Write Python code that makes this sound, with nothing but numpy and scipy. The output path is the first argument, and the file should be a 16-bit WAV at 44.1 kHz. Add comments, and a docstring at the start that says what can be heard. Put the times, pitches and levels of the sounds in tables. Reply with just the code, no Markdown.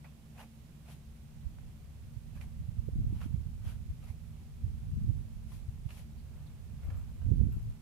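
"""An animal hide snaps under a knife a few metres from the microphone, in a quiet field where far engines drone
under faint hiss. Short strokes drag the hide, part its fibres and hiss along the blade. Gusts buffet the two
microphone ports, the right one most. Late on, a far bird chips twice, feet shuffle in dry grass, and steel
clinks lightly as the grip changes."""
import sys
import numpy as np
from scipy import signal
from scipy.fft import rfft, irfft, next_fast_len
from scipy.io import wavfile
from scipy.ndimage import uniform_filter1d, map_coordinates

SR = 44100
rng = np.random.default_rng(int(sys.argv[2]) if len(sys.argv) > 2 else 0)


def master(y):
    """Save y as 16-bit WAV."""
    cut = np.clip(np.atleast_2d(y).T, -1, 1)
    pcm = np.round(cut * 32767)  # scale
    wavfile.write(sys.argv[1], SR, pcm.astype(np.int16))


N = 344421
TIME = np.arange(N) / SR
LEFT, RIGHT = 0, 1

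# hum of the far engines: pitch_hz, rms_db
ENGINE_HUM = [(70.4, -56.5), (149, -63), (222, -64)]
# their exhaust roar: frequency_hz, density_db
EXHAUST_SPECTRUM = [(25, -100), (45, -73.5), (66, -76.5), (100, -79.5), (160, -73.5), (195, -88.5),
                    (224, -78), (265, -91), (320, -96.5), (750, -106), (1300, -120)]
# the early swell of their bass: time_s, gain_db
BASS_SWELL = [(0.1, -4.5), (1.1, 1.5)]
# still air and microphone hiss: frequency_hz, left_density_db, right_density_db
HISS_SPECTRUM = [(122, -87.5, -77.5), (397, -102, -102), (780, -105, -102), (1310, -107, -104),
                 (1680, -111, -105), (2500, -108, -104), (4600, -114, -108), (10900, -114, -110),
                 (15900, -119, -114)]
# snaps of the hide; a sharp one has more fibre and less hide:
# start_s, level_db, sharpness_db, decay_s, low_hollow_hz, high_hollow_hz
HIDE_SNAPS = [(0.045, -59, -3, 0.012, 1020, 2480), (1.586, -65.5, -1, .0028, 710, 1540),
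              (2.4126, -56.5, 4, 0.0051, 2000, 2520), (3.206, -64, -4, .006, 1000, 2500),
              (3.216, -55.5, -4, 0.0062, 1330, 3050), (5.519, -69, -6.5, 0.011, 990, 3300),
              (5.891, -60, -2.5, .004, 1100, 2520), (5.906, -57.5, 3.5, 0.006, 1650, 2770),
              (6.834, -63, -1, 0.0071, 610, 2130), (6.904, -60, -4, 0.0035, 1600, 2100),
              (7.219, -68, -6, .005, 670, 1640), (7.522, -69, -3, .014, 1300, 2600)]
# knife strokes; a keen one has less drag and more hiss:
# peak_s, length_s, level_db, keenness_db, low_hollow_hz, high_hollow_hz
KNIFE_STROKES = [(0.406, 0.046, -60, -3.5, 846, 2650), (0.885, 0.04, -68.5, -3, 730, 2730),
                 (0.915, 0.043, -65.5, 3, 950, 3350), (2.37, 0.031, -68.5, -1.5, 1750, 2660),
                 (2.426, 0.034, -66.5, 0, 830, 2050), (3.168, 0.095, -73, -0.5, 910, 2900),
                 (3.232, 0.047, -64.5, -0.5, 1400, 3040), (3.689, 0.061, -63.5, 0.5, 1500, 3080),
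                 (4.042, 0.032, -69.5, 0, 1300, 2930), (4.091, 0.036, -67.5, 0.5, 820, 2180),
                 (5.538, 0.068, -72.5, 7.5, 1100, 3300), (5.928, 0.067, -71, 7, 940, 2200),
                 (5.984, 0.05, -65.5, 2.5, 770, 3180), (6.917, 0.13, -74, -6.5, 560, 1320)]
# dull rustle of dragged hide, also used for grass: frequency_hz, relative_db
RUSTLE_SPECTRUM = [(250, -27), (450, -2.5), (650, 0.5), (1050, -2.5), (1900, -10), (3000, -15.5),
                   (6000, -32.5)]
# parting fibres: frequency_hz, relative_db
FIBRE_SPECTRUM = [(500, -33), (1300, 5.5), (1850, 6), (2400, 14), (3100, 6), (4000, 2), (6000, -3),
                  (12000, -8)]
# hiss along the blade: frequency_hz, relative_db
BLADE_SPECTRUM = [(1500, 1.5), (3500, 8), (7500, 5), (10000, 6.5), (10600, 13), (11300, 5), (12600, 10),
                  (15500, -14)]
# the breeze between gusts: time_s, level_db
BREEZE_LEVELS = [(0.0, -76), (1.26, -59), (1.59, -50), (1.78, -56.5), (2.52, -48.5), (2.98, -42.5),
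                 (4.39, -52.5), (5.05, -42.5), (5.41, -50), (6.39, -53), (7.48, -44.5), (7.81, -60.5)]
# gusts at the microphone: peak_s, level_db, left_minus_right_db
WIND_GUSTS = [(2.995, -30.5, 2), (3.115, -28.5, -9.5), (3.385, -32, -21), (4.66, -35.5, 1.5),
              (4.96, -34, 21), (5.03, -31, -5.5), (5.098, -26.5, -26), (6.885, -34.5, 24), (6.975, -35, 2),
              (7.296, -22, -19), (7.42, -22.5, -16), (7.54, -31, 1.5), (7.66, -34, 0.5)]
# wind rumble on a port: frequency_hz, relative_db
RUMBLE_SPECTRUM = [(15, -25.5), (28, -7), (41, 4), (100, 2), (140, -6.5), (200, -15.5), (280, -53),
                   (400, -37), (550, -51), (900, -89)]
# single eddies that thump a port: peak_s, peak_db, pitch_hz, port
EDDIES = [(1.467, -24.5, 63.6, RIGHT), (2.173, -28, 102, RIGHT), (2.607, -29, 108, LEFT),
          (2.692, -23, 96, RIGHT), (2.794, -20, 69, RIGHT), (2.888, -31, 378, RIGHT),
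          (2.883, -24, 113, RIGHT), (2.985, -22, 111, LEFT), (3.073, -23, 87, RIGHT), (3.1, -23, 99, RIGHT),
          (3.128, -28, 229, RIGHT), (3.262, -27.5, 208, RIGHT), (3.345, -19, 120, RIGHT),
          (3.388, -30, 97, LEFT), (3.468, -25.5, 109, RIGHT), (3.667, -28.5, 100, LEFT),
          (3.675, -24.5, 71, RIGHT), (3.91, -26, 70, LEFT), (4.107, -29.5, 81, RIGHT),
          (4.645, -22, 75, RIGHT), (4.939, -24, 121, LEFT), (4.977, -26, 144, LEFT),
          (5.017, -21.5, 130, RIGHT), (5.099, -16, 97, RIGHT), (5.691, -24.5, 91, LEFT),
          (5.863, -22.5, 111, RIGHT), (7.255, -21.5, 82, RIGHT), (7.317, -12.5, 91, RIGHT),
          (7.319, -26.5, 307, RIGHT), (7.404, -18, 65.6, RIGHT), (7.486, -37, 320, RIGHT)]
# chips of the far bird: peak_s, level_db, pitch_hz
BIRD_CHIPS = [(6.195, -70.5, 4450), (6.475, -72.5, 3870)]
# feet in the grass: peak_s, length_s, level_db
FOOT_SHUFFLES = [(6.4, 0.051, -72)]
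# the four modes of the steel: pitch_hz
STEEL_MODES = [7540, 7900, 11620, 12480]
# light touches on steel, damped by the grip: start_s, t60_s, then level_db for each mode
STEEL_TOUCHES = [(6.838, 0.1, -84, -73, -62, -70), (6.966, 0.12, -65, -80, -82, -64),
                 (7.522, 0.13, -70, -73, -59, -73), (7.625, 0.054, -86, -86, -80, -61)]

STRONG_GUST_DB = -29   # reference for gust length and eddy break-up
FIBRE_PAN_DB = -4.5


def from_db(db):
    """Decibels to gain."""
    return 10 ** (np.asarray(db) / 20)


def pan(pan_db):
    """Gains of the two channels; pan_db is left minus right."""
    return from_db([[pan_db / 2], [-pan_db / 2]])


def around(time_s, reach_s):
    """The samples within reach_s of a moment."""
    return slice(max(int((time_s - reach_s) * SR), 0), int((time_s + reach_s) * SR))


def rms_one(x):
    """Scale to an rms of 1."""
    return x / np.sqrt(np.mean(x ** 2) + 1e-20)


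def evened(x, seconds):
    """Hold the short-term level of a noise at 1."""
    power = uniform_filter1d(x ** 2, int(seconds * SR))
    return x / np.sqrt(uniform_filter1d(power, int(seconds * SR / 2)) + 1e-9)


def lowpass(x, order, hz):
    """Roll off the sound above hz."""
    return signal.sosfilt(signal.butter(order, hz, fs=SR, output="sos"), x)


def noise(spectrum):
    """Noise shaped by rows of frequency_hz, density_db."""
    hz, density_db = np.transpose(spectrum)
    size = next_fast_len(N)
    bins_hz = np.maximum(np.fft.rfftfreq(size, 1 / SR), 1)
    gain = from_db(np.interp(np.log(bins_hz), np.log(hz), density_db)) * np.sqrt(SR / 2)
    return irfft(rfft(rng.standard_normal(size)) * gain, size)[:N]


def drift(rate_hz):
    """A smooth random wander of rms 1 that turns about rate_hz times a second."""
    pole = np.exp(-80 * np.pi * rate_hz / SR)
    draws = rng.standard_normal(N // 40 + 2002)
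    slow = signal.lfilter([1], [1, -2 * pole, pole * pole], draws)[2000:]
    return np.interp(np.arange(N) / 40, np.arange(len(slow)), rms_one(slow))


def stereo(spectrum, alike, pan_db):
    """Panned noise whose two channels share the fraction alike of their power."""
    shared = np.sqrt(alike) * noise(spectrum)
    pair = np.array([shared + np.sqrt(1 - alike) * noise(spectrum) for side in range(2)])
    return rms_one(pair) * pan(pan_db)


def ring(clicks, hz, t60_s):
    """A unit click sets a sine of height 1 ringing."""
    pole, turn = from_db(-60 / (t60_s * SR)), 2 * np.pi * hz / SR
    return signal.lfilter([0, np.sin(turn)], [1, -2 * pole * np.cos(turn), pole * pole], clicks + 1e-18)


def engine(speed_waver=0.00779, fade_db=3):
    """Exhaust roar and low hum lines of far engines that fade in and out on their way across the field."""
    running_s = np.cumsum(1 + speed_waver * drift(0.94)) / SR
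    hum = np.zeros(N)
    for hz, db in ENGINE_HUM:
        level = from_db(db + fade_db * np.tanh(drift(3.3)))
        hum += level * np.sqrt(2) * np.sin(2 * np.pi * (hz * running_s + rng.random()))
    drone = hum + lowpass(noise(EXHAUST_SPECTRUM), order=2, hz=1800)   # distance takes the treble
    bass = signal.sosfiltfilt(signal.butter(4, 100, fs=SR, output="sos"), drone)
    bass_gain = from_db(np.interp(TIME, *np.transpose(BASS_SWELL)))
    return (drone + bass * (bass_gain - 1)) * pan(0.7)


def hiss():
    """Still air and the microphone's own noise, separate in each channel."""
    return np.array([noise([(hz, levels[side]) for hz, *levels in HISS_SPECTRUM]) for side in range(2)])


def hollows(textures, count, levels_db, pitches_hz, q=15, depth=1.7, flex_share=0.07, flex_hz=13):
    """Hide and fibre noise rings in pockets under the loosened hide, which flex under the hand."""
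    start = int(rng.random() * (N - SR))
    tear = sum(from_db(db) * texture[:, start:start + count] for db, texture in zip(levels_db, textures))
    rings = sum(signal.lfilter(*signal.iirpeak(hz, q, fs=SR), tear) for hz in pitches_hz)
    body = tear + depth * rings
    steps, turn = np.arange(count), 2 * np.pi * flex_hz / SR
    positions = steps + flex_share / turn * np.sin(turn * steps + 2 * np.pi * rng.random())
    flexed = np.array([map_coordinates(side, [positions], order=3, mode="mirror") for side in body])
    return np.std(tear) * rms_one(flexed)


def snaps(textures, crack_db=9, crack_t60_s=0.0047, rise_s=0.00079):
    """The hide snaps: a click rings two hollows, and a short tearing tail follows."""
    out = np.zeros((2, N))
    for start_s, db, sharp_db, decay_s, low_hz, high_hz in HIDE_SNAPS:
        near = around(start_s, 0.1)
        age = TIME[near] - start_s
        click = np.diff(age >= 0, prepend=False) * from_db(db + crack_db)
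        low = ring(click, low_hz, crack_t60_s) * from_db(-sharp_db) / 2
        high = ring(click, high_hz, crack_t60_s) * from_db(sharp_db)
        tail = np.exp(-np.abs(age) / np.where(age < 0, rise_s, decay_s) / 2)
        tear = hollows(textures, len(tail), [db - sharp_db, db + sharp_db], [low_hz, high_hz])
        out[:, near] += (low + high) * pan(FIBRE_PAN_DB) + tail * tear
    return out


def knife(drag_db=2.5, blade_db=-1, jerk_db=2.2, rise_share=0.48, hiss_lag_s=0.0027, steepness=1.59):
    """Each stroke drags the hide, parts fibres in jerks and hisses along the blade; the hide snaps too."""
    tearing, hiss_power = np.zeros((2, N)), np.zeros(N)
    jerks = evened(from_db(jerk_db * drift(170)), seconds=0.021)
    textures = [stereo(RUSTLE_SPECTRUM, alike=0.63, pan_db=-1.5),
                stereo(FIBRE_SPECTRUM, alike=0.1, pan_db=FIBRE_PAN_DB)]
    for peak_s, length_s, db, keen_db, low_hz, high_hz in KNIFE_STROKES:
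        near = around(peak_s, 0.25)
        age = TIME[near] - peak_s - np.array([[0], [hiss_lag_s]])   # the pull leads, the blade follows
        width_s = length_s * np.where(age < 0, rise_share, 1 - rise_share)
        pull, run = np.exp(-np.abs(age / width_s) ** steepness / 2)
        tear = hollows(textures, len(pull), [db + drag_db - keen_db, db], [low_hz, high_hz])
        tearing[:, near] += pull * jerks[near] * tear
        hiss_power[near] += (run * from_db(db + blade_db + keen_db)) ** 2
    return tearing + snaps(textures) + np.sqrt(hiss_power) * stereo(BLADE_SPECTRUM, alike=0, pan_db=8)


def wind_levels(breeze_gain_db=4, windward_db=7, lull_db=-58.5, rise_s=0.042, fall_s=0.054, stretch=0.19):
    """Breeze and gusts set the rumble level at each port; the right one faces the breeze."""
    breeze_db = np.interp(TIME, *np.transpose(BREEZE_LEVELS)) + breeze_gain_db
    stirred = 1 / (1 + from_db(lull_db - breeze_db) ** 2)   # slow air barely stirs the ports
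    power = (stirred * from_db(breeze_db) * pan(-windward_db)) ** 2
    for peak_s, db, pan_db in WIND_GUSTS:
        near = around(peak_s, 0.3)
        age = (TIME[near] - peak_s) / from_db(stretch * (db - STRONG_GUST_DB))   # stronger lasts longer
        swell = np.exp(-(age / np.where(age < 0, rise_s, fall_s)) ** 2)
        shares = np.array([[from_db(pan_db) ** 2], [1]]) / (1 + from_db(pan_db) ** 2)
        power[:, near] += shares * from_db(db) ** 2 * swell
    return np.sqrt(power)


def wind(level, swirl_db=-21.5, swirl_growth=2.67, lumpy_db=3.5, flutter_db=3.5):
    """Lumpy turbulent pressure on one port; strong swings break up into smaller, higher eddies."""
    lumps = from_db(lumpy_db * drift(20.6))
    flutter = from_db(flutter_db * np.tanh(drift(5.4)))
    rumble = level * flutter * evened(noise(RUMBLE_SPECTRUM) * lumps, seconds=0.044)
    swing = np.abs(signal.hilbert(rumble, next_fast_len(N))[:N]) / from_db(STRONG_GUST_DB)
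    breakup = 6 * np.tanh(swing ** swirl_growth / 6)   # levels off in the hardest swings
    swirl = rms_one(noise([(120, -1.5), (210, 18), (340, -11.0), (520, -16.5), (900, -56)]))
    pressure = rumble + from_db(STRONG_GUST_DB + swirl_db) * breakup * swirl
    return lowpass(pressure, order=4, hz=700)   # the eddies are too large to make treble


def buffets(width_rad=2.88):
    """An eddy crossing a port gives a brief swing of pressure."""
    out = np.zeros((2, N))
    for peak_s, db, hz, port in EDDIES:
        near = around(peak_s, 0.1)
        phase = 2 * np.pi * hz * (TIME[near] - peak_s)
        out[port, near] += from_db(db) * np.cos(phase) * np.exp(-(phase / width_rad) ** 2 / 2)
    return out


def bird(width_s=0.013, rasp=0.069):
    """Two faint, far chips, raspy and blurred by the trees."""
    out = np.zeros((2, N))
    for peak_s, db, hz in BIRD_CHIPS:
        age = np.clip(TIME - peak_s, -0.1, 0.1)
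        swell = from_db(db) * np.exp(-(age / width_s) ** 2 / 2)
        turns = np.cumsum(hz * (1 + rasp * drift(304))) / SR
        blur = 0.5 + np.array([drift(150) for side in range(2)])
        out += blur * swell * np.sqrt(2) * np.sin(2 * np.pi * turns)
    return out


def grass(rustle_db=-84, shifting_db=6):
    """Dry grass stirs faintly underfoot, more so once the stance shifts and the feet shuffle."""
    shifting = np.interp(TIME, [6.1, 6.5], [0, 1])
    patches_db = 7 * np.tanh(drift(20))
    level = from_db(rustle_db + shifting_db * shifting + patches_db)
    stirring = level * stereo(RUSTLE_SPECTRUM, alike=0.72, pan_db=0.5)
    shuffles = sum(from_db(db) * np.exp(-((TIME - peak_s) / length_s) ** 2 / 2)
                   for peak_s, length_s, db in FOOT_SHUFFLES)
    return stirring + shuffles * stereo(RUSTLE_SPECTRUM, alike=0.42, pan_db=-3)


def clinks(graze_s=0.0026):
    """Steel grazes steel; the point of contact decides which modes ring, and each chatters on its own."""
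    out = np.zeros(N)
    chatters = [0.5 + drift(200) for hz in STEEL_MODES]
    for start_s, t60_s, *levels_db in STEEL_TOUCHES:
        click = np.zeros(N)
        click[int(start_s * SR)] = 1
        swell = 1 - np.exp(-np.maximum(TIME - start_s, 0) / graze_s)
        for hz, db, chatter in zip(STEEL_MODES, levels_db, chatters):
            out += swell * ring(click, hz, t60_s) * from_db(db) * chatter
    return out * pan(4)


def scene():
    """Knife work a few metres off, wind on the microphone itself, engines and bird far away."""
    floor = hiss()
    rumble = np.array([wind(level) for level in wind_levels()])
    return knife() + clinks() + grass() + bird() + engine() + floor + rumble + buffets()


def record(dry, cutoff_hz=15550):
    """The top is cut steeply."""
    return signal.sosfilt(signal.ellip(12, 0.1, 90, cutoff_hz, fs=SR, output="sos"), dry)


dry = scene()
out = record(dry)
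master(out)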